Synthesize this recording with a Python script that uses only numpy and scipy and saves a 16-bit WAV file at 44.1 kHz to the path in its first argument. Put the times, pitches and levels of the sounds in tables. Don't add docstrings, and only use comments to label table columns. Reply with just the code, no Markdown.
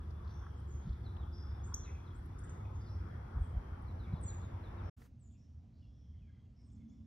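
import sys
import numpy as np
from scipy import signal
from scipy.fft import rfft, irfft, next_fast_len
from scipy.io import wavfile
from scipy.ndimage import uniform_filter1d, map_coordinates

SR = 44100
rng = np.random.default_rng(int(sys.argv[2]) if len(sys.argv) > 2 else 0)


def master(y):
    cut = np.clip(np.atleast_2d(y).T, -1, 1)
    pcm = np.round(cut * 32767)
    wavfile.write(sys.argv[1], SR, pcm.astype(np.int16))


N = 311346
TIME = np.arange(N) / SR
ROAD_END_S, CALM_START_S = 4.898, 4.965
CALM_LEAD_MS = 0.0084

# frequency_hz, side_over_mid_db
ROAD_WIDTH = [(60, -36.5), (92, -32.5), (140, -19.5), (220, -13.5), (330, -6.5), (510, -0.5), (790, 1),
              (1800, -2.5), (4400, 5.5), (6800, -1)]
# frequency_hz, side_over_mid_db
CALM_WIDTH = [(60, -27.5), (170, -15.5), (290, -10), (490, -6), (1400, -3), (6800, -22.5)]


def traffic():
    # frequency_hz, density_db
    rumble_spectrum = [(12, -56.5), (22, -19), (42, -7), (60, 1), (81, 0.5), (99, -3), (129, -9),
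                       (161, -13.5), (230, -18.5), (310, -24), (410, -29), (490, -39.5), (600, -46.5),
                       (900, -84)]
    tyre_spectrum = [(150, -16.5), (420, 4.5), (600, -1), (850, 3), (1300, 2), (1700, -5.5), (2200, -12),
                     (2900, -26.5), (4400, -32), (6500, -33.5), (9000, -84.5)]
    # frequency_hz, left_over_right_db
    balance = [(170, -3), (490, -4), (830, 4.5), (1400, 5), (2400, -2.5), (6800, -1.5)]
    rumble = amp(-46.5 + 0.5455 * TIME) * rush(rumble_spectrum, ROAD_WIDTH, patchy_db=-0.5)
    tyre_db = -66 + 0.89 * TIME + 0.88 * wobble(9)
    tyres = amp(tyre_db) * rush(tyre_spectrum, ROAD_WIDTH, patchy_db=2)
    return rumble + filtered(tyres, lambda hz: amp(along(balance, hz) * np.array([[.5], [-.5]])))


def far_engine():
    # time_s, pitch_hz, level_db
    course = [(0, 79.02, -42.5), (.5, 70.6, -49), (1.9, 72.68, -48.5), (2.35, 77.67, -79),
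              (2.63, 107, -43.5), (3.15, 89.9, -53), (3.8, 76.05, -57), (4.3, 93.6, -48.5),
              (4.9, 94.05, -48.5)]
    return drone(course, octave_db=-21, waver_db=-0.5, drift=0.026, rate_hz=12)


def nearing_car():
    # time_s, level_db
    approach = [(0, -86.5), (2.6, -85), (3.7, -71), (4.3, -69), (4.8, -63.5)]
    # frequency_hz, density_db
    spectrum = [(200, -21.5), (480, 6), (700, 1.5), (1100, -6), (1700, -5.5), (2300, -11), (3200, -19),
                (5000, -35.5), (9000, -71)]
    level_db, = curves(approach)
    return amp(level_db) * rush(spectrum, ROAD_WIDTH)


def birds():
    # start_s, length_s, middle_pitch_hz, level_db
    slurs = [(1.04, 0.057, 3950, -72), (1.18, 0.073, 3580, -76), (1.828, 0.056, 3860, -75.5),
             (2.048, 0.042, 4020, -80.5), (2.842, 0.064, 4300, -79), (3.85, 0.071, 4130, -82.5),
             (3.98, 0.053, 3970, -78), (4.015, .055, 3650, -77), (4.125, 0.051, 3670, -77),
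             (4.16, .04, 3920, -78), (4.275, 0.048, 4030, -74), (4.412, 0.062, 3850, -79),
             (4.628, 0.06, 3790, -77), (4.775, 0.047, 3506, -78.5)]
    buzzes = [(0.255, 0.14, 5720, -84), (1.322, 0.064, 5240, -73), (2.803, 0.026, 4930, -79),
              (2.875, 0.045, 5400, -81), (4.805, 0.1, 5500, -85.5), (5.361, 0.053, 5600, -90),
              (5.73, 0.023, 4330, -92), (5.735, 0.19, 5440, -100), (5.92, 0.14, 5530, -96),
              (6.55, 0.066, 5320, -90.5), (6.869, 0.057, 5420, -98)]
    hooks = [(4.208, .11, 7220, -57), (5.19, 0.115, 7160, -81.5), (5.305, 0.049, 7380, -85.5)]
    wisps = [(0.671, 0.084, 6800, -77.5), (2.73, .04, 6550, -83), (3.385, 0.074, 8140, -80)]
    lisps = [(.56, 0.043, 7440, -82), (1.635, 0.054, 7300, -65.5), (2.139, .06, 7870, -75),
             (6.714, .028, 7060, -88), (6.877, 0.065, 6700, -88.5)]
    ticks = [(2.381, 0.018, 7500, -67), (2.436, 0.017, 7370, -63.5), (2.492, 0.017, 7550, -64.5)]
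    twitters = [(6.602, 0.049, 8400, -98), (6.644, 0.071, 8300, -90), (6.711, 0.068, 8030, -90)]
    chirps = [(5.806, 0.066, 2810, -87.5), (6.165, .048, 3020, -92), (6.21, 0.05, 2490, -89.5),
              (6.257, 0.053, 2180, -88), (6.45, 0.025, 2760, -95), (6.795, 0.05, 2130, -89.5)]
    pipes = [(6.268, .04, 1610, -92), (6.3, 0.1, 2030, -96), (6.355, 0.046, 1580, -96)]
    squawks = [(1.851, 0.049, 2570, -72.5), (1.86, .05, 2070, -71), (1.943, 0.036, 2450, -73),
               (2.47, 0.026, 2950, -80), (2.642, 0.026, 2480, -78.5), (4.03, 0.074, 2270, -76),
               (4.3, 0.038, 2200, -82), (5.3, .04, 3400, -94), (5.335, 0.036, 2640, -92),
               (6.134, 0.027, 2000, -91), (6.585, 0.025, 2200, -94), (6.765, 0.053, 2220, -97),
               (6.915, 0.027, 2200, -93)]
    chips = [(1.741, 0.0087, 6350, -38.5)]
    kinds = [  # calls, lead_ms, shape
        (slurs, .035, dict(glide=(1.13, .875), buzz_hz=70, rasp_hz=100, echo_db=-7, build_s=.0019)),
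        (buzzes, .041, dict(glide=(.98, 1.01), buzz_hz=324, rasp_hz=44.5, echo_db=5.5,
                            build_s=.008, linger=1.25)),
        (hooks, .06738, dict(glide=(1.246, .97), buzz_hz=90, rasp_hz=100, echo_db=-4.5,
                             bend=.9, build_s=.0074)),
        (wisps, .0692, dict(glide=(1.1, .88), buzz_hz=150, rasp_hz=200, echo_db=5, build_s=.006)),
        (lisps, .068, dict(glide=(.86, 1.08), buzz_hz=149, rasp_hz=264, echo_db=-6)),
        (ticks, .068, dict(glide=(.98, 1.23), buzz_hz=503, rasp_hz=796, echo_db=-4)),
        (twitters, .025, dict(glide=(.94, .65), buzz_hz=90, rasp_hz=110, echo_db=-5, bend=.64)),
        (chirps, .1, dict(glide=(1.11, .94), buzz_hz=30, rasp_hz=60, echo_db=-4.5, build_s=.004)),
        (pipes, 0, dict(glide=(1.03, .95), buzz_hz=45, rasp_hz=85, echo_db=5, linger=1.3)),
        (squawks, .074, dict(glide=(1.04, .9), buzz_hz=108, rasp_hz=105, echo_db=.5, build_s=.0023)),
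        (chips, .062, dict(glide=(.87, 1.17), buzz_hz=0, rasp_hz=40, echo_db=-10, octave_db=-25.5))]
    out = np.zeros((2, N))
    for calls, lead_ms, shape in kinds:
        for start_s, length_s, pitch_hz, level_db in calls:
            call = bird_note(length_s, pitch_hz, **shape)
            add_caller(out, start_s, amp(level_db) * call, lead_ms)
    return out


def bird_note(length_s, pitch_hz, glide, buzz_hz, rasp_hz, octave_db=-60, bend=1, **echo):
    progress = np.linspace(0, 1, max(int(length_s * SR), 32))
    chance = wanderer(progress * length_s, knots=256)
    start, end = glide
    contour = np.polyval(np.polyfit([0, .5, 1], [start, 1, end], deg=2), progress ** bend)
    buzz = np.sin(phase_of(140 + 45 * chance(200)))
    phase = phase_of(pitch_hz * contour + buzz_hz * buzz + rasp_hz * chance(900))
    swell = np.abs(np.sin(np.pi * progress)) ** .7 * amp(3 * chance(150))
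    tone = np.sin(phase) + amp(octave_db) * np.sin(2 * phase)
    return among_trees(unit(swell * tone), **echo)


def hand_bumps():
    # time_s, pitch_hz, level_db
    bumps = [(0.874, 114, -29), (0.905, 54.4, -30), (3.376, 78.5, -26.5), (3.417, 54.3, -22.5),
             (3.575, 58.7, -25), (4.111, 131, -38), (4.14, 109, -24.5)]
    out = np.zeros((2, N))
    for time_s, pitch_hz, level_db in bumps:
        cycles = (TIME - time_s) * pitch_hz
        out += amp(level_db) * np.sin(2 * np.pi * cycles) * np.exp(-(2 * cycles) ** 2)
        add_puff(out, time_s, pitch_hz, level_db - 19, length_s=0.098, octaves=0.6, spread=0)
    return out


def finger_tap():
    # frequency_hz, density_db
    spectrum = [(120, -10), (330, 2), (500, 4), (800, -8), (1300, -9), (1900, -7), (3000, -22), (8000, -35)]
    start_s, level_db, t60_s = 5.017, -59.5, 0.062
    age = TIME - start_s
    return (age > 0) * amp(level_db - 60 * np.maximum(age, 0) / t60_s) * rush(spectrum, CALM_WIDTH)


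def sheltered_air():
    # frequency_hz, density_db
    rumble_spectrum = [(15, -59), (25, -30), (48, -7.5), (75, 2), (120, -6.5), (145, -13), (200, -16.5),
                       (228, -16), (275, -21.5), (315, -28.5), (500, -44.5), (800, -79.5)]
    air_spectrum = [(150, -19), (400, 6), (650, 3), (1000, -3.5), (1600, -9), (3000, -11), (4500, -13.5),
                    (5400, -13), (6500, -14.5), (8000, -23), (9000, -29.5), (14000, -37)]
    rumble = amp(-54.5) * rush(rumble_spectrum, CALM_WIDTH, patchy_db=1.5)
    return rumble + amp(-83) * rush(air_spectrum, CALM_WIDTH)


def far_motor():
    # time_s, pitch_hz, level_db
    course = [(5, 226, -74.5), (6.55, 225, -76.5), (6.8, 227, -61.5), (7.06, 226, -60.5)]
    # time_s, level_db
    swell = [(5, -84.5), (6.5, -79.5), (6.72, -64), (6.92, -56), (7.06, -61.5)]
    # frequency_hz, density_db
    spectrum = [(110, -40), (170, -9), (215, 1.5), (255, -3.5), (290, -9.5), (350, -34.5), (600, -73)]
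    tone = drone(course, octave_db=-35, waver_db=2.5, drift=0.012, rate_hz=20)
    exhaust_db, = curves(swell)
    return tone + amp(exhaust_db) * rush(spectrum, CALM_WIDTH)


def brief_hiss():
    # frequency_hz, density_db
    spectrum = [(100, 22), (400, 4.5), (1800, -2.5), (3000, -8.5), (7500, -11), (10000, -14), (15500, -14)]
    rise_db_per_s, fall_db_per_s, fall_start_s = 121, 598, 0.099
    age = TIME - CALM_START_S
    rise_db = rise_db_per_s * np.minimum(age - fall_start_s / 2, 0)
    fall_db = fall_db_per_s * np.maximum(age - fall_start_s, 0)
    return amp(-62.5 + rise_db - fall_db) * rush(spectrum, CALM_WIDTH)


def grass():
    # time_s, length_s, centre_hz, level_db
    scuffs = [(0.3, 0.12, 4100, -76.5), (0.443, 0.092, 1180, -59), (0.891, .14, 4000, -77.5),
              (1.72, 0.11, 1120, -59.5), (2.468, 0.14, 1310, -67), (3.371, 0.039, 1120, -55.5),
              (3.558, 0.079, 725, -61.5), (5.659, 0.11, 670, -82.5)]
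    # time_s, centre_hz, width_octaves, level_db
    snaps = [(.11, 4500, 0.35, -76), (.603, 9100, 0.13, -82), (1.169, 3200, 0.28, -69.5),
             (2.262, 11000, .15, -76.5), (3.825, 9500, 0.16, -84)]
    out = np.zeros((2, N))
    for time_s, length_s, centre_hz, level_db in scuffs:
        add_puff(out, time_s, centre_hz, level_db, length_s, octaves=.35, spread=0.27)
    out *= unit(amp(3.5 * wobble(180)))
    for time_s, centre_hz, octaves, level_db in snaps:
        add_puff(out, time_s, centre_hz, level_db, length_s=0.011, octaves=octaves, spread=0.94)
    return out


def crickets():
    # start_s, length_s, pitch_hz, level_db, echo_db
    bouts = [(-.05, 0.52, 3465, -86.5, 0.5), (0.38, 0.48, 3210, -88, 3), (0.8, 0.69, 3506, -87.5, 2),
             (1.47, 0.17, 3510, -83.5, 3), (1.681, 0.47, 3410, -82, -1.5), (2.25, 0.64, 3495, -86.5, -0.5),
             (2.952, 0.64, 3310, -87.5, -2.5), (3.403, 0.38, 3156, -89, 0.5), (4.003, .75, 3470, -91, 2.5),
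             (5.78, 0.28, 3384, -94.5, 1.5), (6.0, 0.43, 3223, -93, 0.5), (6.62, 0.51, 3450, -94.5, -5.5)]
    strokes_per_s, sounding_share = 25.7, .45
    sag_hz, jitter_hz, fade_s = 219.7, 95, 0.03
    out = np.zeros((2, N))
    for start_s, length_s, pitch_hz, level_db, echo_db in bouts:
        t = np.arange(int(length_s * SR)) / SR
        chance = wanderer(t, knots=1024)
        envelope = np.clip(np.minimum(t, length_s - t) / fade_s, 0, 1) * amp(chance(4.4))
        strokes = t * strokes_per_s + .11 * chance(strokes_per_s)
        progress = np.minimum(strokes % 1 / sounding_share, 1)
        phase = phase_of(pitch_hz - sag_hz * (progress - .5) + jitter_hz * chance(400))
        pips = np.sin(np.pi * progress) * np.sin(phase) * amp(1.8 * chance(strokes_per_s))
        trill = among_trees(envelope * unit(pips), echo_db)
        add_caller(out, start_s, amp(level_db) * trill, lead_ms=0.032)
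    return out


def machine_hum():
    # time_s, pitch_hz, level_db
    course = [(0, 350.8, -73.5), (1.5, 350.4, -67), (3.5, 352, -76.5), (4.9, 344.3, -64)]
    return drone(course, octave_db=-21, waver_db=2.5, drift=0.002, rate_hz=6.8)


def treble_hiss():
    # frequency_hz, density_db
    spectrum = [(1000, -0.5), (3000, 12.5), (4500, 8.5), (5600, 12.5), (7000, -7), (12000, 6), (13500, -38),
                (16000, -16.5)]
    # frequency_hz, side_over_mid_db
    width = [(3000, 4), (5600, -4), (6400, 6), (7100, 12), (8000, 15), (8800, -9), (12000, -5.5)]
    return amp(-82.5) * rush(spectrum, width)


def among_trees(call, echo_db, build_s=0.0013, linger=1):
    # frequency_hz, t60_s
    decay_times = [(1000, 0.14), (5000, 0.65), (8000, 0.4), (14000, 0.27)]
    hz, t, noise = signal.stft(rng.standard_normal((2, SR * 3 // 4)), SR, nperseg=256)
    decay = amp(-60 * t / (linger * along(decay_times, hz)[:, None]))
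    tail = signal.istft(noise * decay * (1 - np.exp(-t / build_s)), SR, nperseg=256)[1]
    tail /= np.linalg.norm(tail[0])
    mid, side = amp(echo_db) * signal.fftconvolve(call[None], tail, axes=1)
    mid[:len(call)] += call
    return stereo(mid, 0.014 * side)


def add_caller(track, start_s, sound, lead_ms):
    by_road = start_s < ROAD_END_S
    lead_s = (lead_ms if by_road else CALM_LEAD_MS) / 1000
    sound = filtered(sound, lambda hz: np.exp(1j * np.pi * hz * lead_s * np.array([[1], [-1]])))
    if by_road:
        sound = sound[:, :round((ROAD_END_S - start_s) * SR)]
    add(track, start_s, sound)


def add_puff(track, time_s, centre_hz, level_db, length_s, octaves, spread):
    t = np.arange(-SR // 4, SR // 4) / SR
    band = lambda hz: np.exp(-.5 * (np.log2((hz + 1) / centre_hz) / octaves) ** 2)
    mid, side = unit(filtered(rng.standard_normal((2, len(t))), band))
    envelope = amp(level_db) * np.exp(-(2 * t / length_s) ** 2)
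    add(track, time_s + t[0], envelope * stereo(mid, spread * side))


def rush(spectrum, width, patchy_db=1.2):
    noise = signal.stft(rng.standard_normal((2, N)), nperseg=512)[2]
    patches = uniform_filter1d(rng.standard_normal(noise.shape[1:]), size=5, axis=0)
    patches = uniform_filter1d(patches, size=16, axis=1)
    pair = signal.istft(noise * amp(patchy_db * unit(patches)), nperseg=512)[1][:, :N]
    mid = filtered(pair[0], lambda hz: amp(along(spectrum, hz)))
    side = filtered(pair[1], lambda hz: amp(along(spectrum, hz) + along(width, hz)))
    return stereo(mid, side) / np.std(mid)


def drone(course, octave_db, waver_db, drift, rate_hz):
    pitch_hz, level_db = curves(course)
    phase = phase_of(pitch_hz * (1 + drift * wobble(rate_hz)))
    fundamental = np.sin(phase) * amp(waver_db * wobble(rate_hz))
    octave = np.sin(2 * phase) * amp(octave_db + waver_db * wobble(rate_hz))
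    return amp(level_db) * unit(fundamental + octave)


def amp(db):
    return 10 ** (np.asarray(db) / 20)


def unit(x):
    return x / np.sqrt(np.mean(x ** 2) + 1e-20)


def stereo(mid, side):
    return np.array([mid + side, mid - side])


def phase_of(hz):
    return 2 * np.pi * np.cumsum(hz) / SR


def along(points, hz):
    knots_hz, values = np.transpose(points)
    return np.interp(np.log(hz + 1), np.log(knots_hz + 1), values)


def curves(rows):
    time_s, *columns = np.transpose(rows)
    return [np.interp(TIME, time_s, column) for column in columns]


def wobble(rate_hz):
    return map_coordinates(rng.standard_normal(int(N * rate_hz / SR) + 4), [TIME * rate_hz])


def wanderer(t, knots):
    return lambda rate_hz: map_coordinates(rng.standard_normal(knots), [t * rate_hz], mode="wrap")


def filtered(x, response):
    n = x.shape[-1]
    padded = next_fast_len(n + 8192)
    return irfft(rfft(x, padded) * response(np.fft.rfftfreq(padded, 1 / SR)), padded)[..., :n]


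def add(track, start_s, sound):
    first = round(start_s * SR)
    sound = sound[:, max(-first, 0):]
    part = track[:, max(first, 0):][:, :sound.shape[1]]
    part += sound[:, :part.shape[1]]


def scene():
    calm = sheltered_air() + far_motor() + brief_hiss()
    calm *= amp([[-.5], [.5]])
    road = traffic() + far_engine() + machine_hum() + nearing_car() + treble_hiss()
    background = np.where(TIME < ROAD_END_S, road, calm)
    return background + birds() + crickets() + grass() + hand_bumps() + finger_tap()


def record(dry):
    low_cut_hz, top_hz = 35, 15700
    fade_out_s, fade_in_s = .002, .012
    sound = filtered(dry, lambda hz: 1 / np.sqrt(1 + (low_cut_hz / (hz + 1)) ** 8))
    road_gate = np.clip((ROAD_END_S - TIME) / fade_out_s, 0, 1)
    calm_gate = np.clip((TIME - CALM_START_S) / fade_in_s, 0, 1)
    return filtered(sound * (road_gate + calm_gate), lambda hz: hz < top_hz)


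dry = scene()
out = record(dry)
master(out)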